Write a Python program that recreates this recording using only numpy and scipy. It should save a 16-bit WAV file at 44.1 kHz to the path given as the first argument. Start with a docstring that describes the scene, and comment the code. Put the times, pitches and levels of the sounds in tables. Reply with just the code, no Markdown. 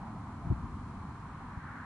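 """A muddy shore in light wind, with a steady low rumble and faint hiss under everything.
Tyres roar on a distant road, and the roar brightens as a vehicle nears.
A dull bump jolts the microphone and leaves a short low shudder; a smaller one follows a second later.
The bumps are low tones that die away quickly; all the other sounds are shaped noise."""
import sys
import numpy as np
from scipy.fft import rfft, irfft, next_fast_len
from scipy.io import wavfile
from scipy.ndimage import map_coordinates

SR = 44100
rng = np.random.default_rng(int(sys.argv[2]) if len(sys.argv) > 2 else 0)


def dump(signal):
    """Clip the signal to [-1, 1] and save it as 16-bit WAV at the path in sys.argv[1]."""
    limited = np.clip(np.atleast_2d(signal).T, -1, 1)
    pcm = np.round(limited * 32767).astype(np.int16)
    wavfile.write(sys.argv[1], SR, pcm)


N = 81585

# how alike left and right sound in the open air: (frequency [Hz], likeness [1 = same, 0 = unrelated])
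AIR_LIKENESS = [(60, 0.99), (240, 1), (400, 0.9), (620, 0.84), (1000, 0.94), (1600, 0.74), (2500, 0),
                (4000, 0)]


def amp(db):
    """Turn decibels into a number to multiply a sound by."""
    return 10 ** (np.asarray(db) / 20)


def along(points, hz):
    """Read a (frequency, value) table at hz, joining its points on a scale of octaves."""
    frequencies, values = np.transpose(points)
    return np.interp(np.log(hz + 1), np.log(frequencies + 1), values)


def curve(points):
    """Join (time, value) points with straight lines, giving one value per sample."""
    return np.interp(np.arange(N) / SR, *np.transpose(points))


def wobble(per_second):
    """A smooth curve through random values, per_second of them each second."""
    return map_coordinates(rng.standard_normal(200), [np.arange(N) * per_second / SR], mode="wrap")


def filtered(sound, gain_at):
    """Turn each frequency of a sound up or down by gain_at(hz)."""
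    size = next_fast_len(N + 8192)
    gains = gain_at(np.fft.rfftfreq(size, 1 / SR))
    return irfft(rfft(sound, size) * gains, size)[..., :N]


def stereo_noise(colour, likeness):
    """Left and right noise of average power 1; colour(hz) gives each frequency's relative level in dB."""
    def gains(hz):
        spread = np.arccos(np.clip(along(likeness, hz), -1, 1)) / 2
        return amp(colour(hz)) * [np.cos(spread), np.sin(spread)]

    middle, side = filtered(rng.standard_normal((2, N)), gains)
    noise = np.array([middle + side, middle - side])
    return noise / np.sqrt(np.mean(noise ** 2) + 1e-20)


def hiss():
    """A faint, smooth hiss, almost unrelated left and right, that swells a little midway."""
    # tone of the hiss: (frequency [Hz], relative level [dB])
    colour = [(500, -15), (2000, -6.5), (3200, 2), (3600, -3.5), (4150, 5), (4700, -1.5), (7000, -2.5),
              (10800, -7)]
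    # loudness of the hiss: (time [s], level [dB])
    loudness = [(0, -70), (.6, -70), (.9, -69), (1.5, -70.5), (1.85, -70.5)]
    # how alike its two sides are: (frequency [Hz], likeness [1 = same, 0 = unrelated])
    likeness = [(2000, 0.058), (10000, -0.033)]
    return amp(curve(loudness)) * stereo_noise(lambda hz: along(colour, hz), likeness)


def rumble():
    """Wind and far engines make a low, slightly lumpy rumble."""
    # tone of the rumble: (frequency [Hz], relative level [dB])
    colour = [(12, -42), (25, -8.5), (50, -5.5), (75, -0.5), (100, -0.5), (170, -3), (225, -2.5),
              (275, -6.5), (340, -15.5), (420, -22.5), (600, -36.5), (1500, -56)]
    # loudness of the rumble: (time [s], level [dB])
    loudness = [(0, -44), (.5, -44), (1.08, -43), (1.22, -46), (1.85, -47)]
    level_db = curve(loudness) + 0.37 * wobble(per_second=13.8)
    return amp(level_db) * stereo_noise(lambda hz: along(colour, hz), AIR_LIKENESS)


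def road():
    """Tyres roar steadily far away; each passing vehicle swells and fades in its own range of pitch."""
    # tone of the tyre roar: (frequency [Hz], relative level [dB])
    colour = [(200, -26.5), (450, -15), (600, -16), (800, -6), (1020, 0), (1170, -2), (1350, -6.5),
              (1650, -13.5), (2000, -18), (2300, -18.5), (2700, -27), (3600, -32), (8000, -67.5)]
    # loudness of the tyre roar: (time [s], level [dB])
    loudness = [(0, -50.5), (.07, -49.5), (.14, -51.5), (.4, -51), (.66, -51), (.85, -51.5), (1.2, -50.5),
                (1.45, -49.5), (1.85, -49.5)]
    # passing vehicles: (loudest moment [s], level [dB], centre pitch [Hz], time to fade to half [s])
    vehicles = [(.03, -52.5, 777, 0.24), (0.502, -54, 745, 0.082), (.97, -59, 828, 0.17),
                (1.755, -50.5, 1535, 0.17)]
    half_width_octaves, steepness = 0.33, 3.2
    t = np.arange(N) / SR
    level_db = curve(loudness) + 0.36 * wobble(per_second=10.15)
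    roar = amp(level_db) * stereo_noise(lambda hz: along(colour, hz), AIR_LIKENESS)
    for loudest_s, db, centre_hz, fade_s in vehicles:
        def band_db(hz):
            octaves_away = np.abs(np.log2((hz + 1) / centre_hz))
            return -20 * np.log10(1 + (octaves_away / half_width_octaves) ** steepness)

        swell = amp(db) / (1 + ((t - loudest_s) / fade_s) ** 2)
        roar += swell * stereo_noise(band_db, AIR_LIKENESS)
    return roar


def microphone_bumps():
    """Each jolt is a soft, low swing that dies away fast; a noisy shudder surrounds the big bump."""
    # jolts to the microphone: (start [s], level [dB], pitch [Hz], rise time [s])
    jolts = [(.469, -29, 135, 0.0044), (0.5001, -19.5, 110.8, .006), (0.5096, -29.5, 319, 0.0055),
             (0.5199, -23.5, 206, 0.004), (0.5234, -27.5, 90.6, 0.0071), (.636, -30.5, 89.5, 0.0059),
             (1.573, -31, 100, 0.0043)]
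    # tone of the shudder: (frequency [Hz], relative level [dB])
    colour = [(12, -35), (30, -12.5), (70, 0.5), (110, -6), (170, -10), (320, -17.5), (420, -35.5),
              (700, -44), (2000, -93)]
    # loudness of the shudder: (time [s], level [dB])
    loudness = [(.38, -66), (.45, -44), (.49, -42), (.52, -37), (.56, -44), (.65, -42), (.72, -45),
                (.9, -63)]
    right_lead_s, lean_db = 0.00063, 1.24  # the right side hears a jolt first, the left hears it louder
    t = np.arange(N) / SR
    lead_s = np.array([[-.5], [.5]]) * right_lead_s
    swings = np.zeros((2, N))
    for start_s, db, pitch_hz, rise_s in jolts:
        age = np.maximum(t - start_s + lead_s, 0)
        rise_and_fall = (age / rise_s * np.exp(1 - age / rise_s)) ** 2
        swings += amp(db) * rise_and_fall * np.sin(2 * np.pi * pitch_hz * age)
    shudder = amp(curve(loudness)) * stereo_noise(lambda hz: along(colour, hz), AIR_LIKENESS)
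    return (swings + shudder) * amp([[lean_db], [-lean_db]])


def scene():
    """All the sounds of the shore together."""
    return rumble() + road() + microphone_bumps() + hiss()


def record(dry):
    """The camera keeps no sound above 11000 Hz."""
    return filtered(dry, lambda hz: hz < 11000)


dry = scene()
out = record(dry)
dump(out)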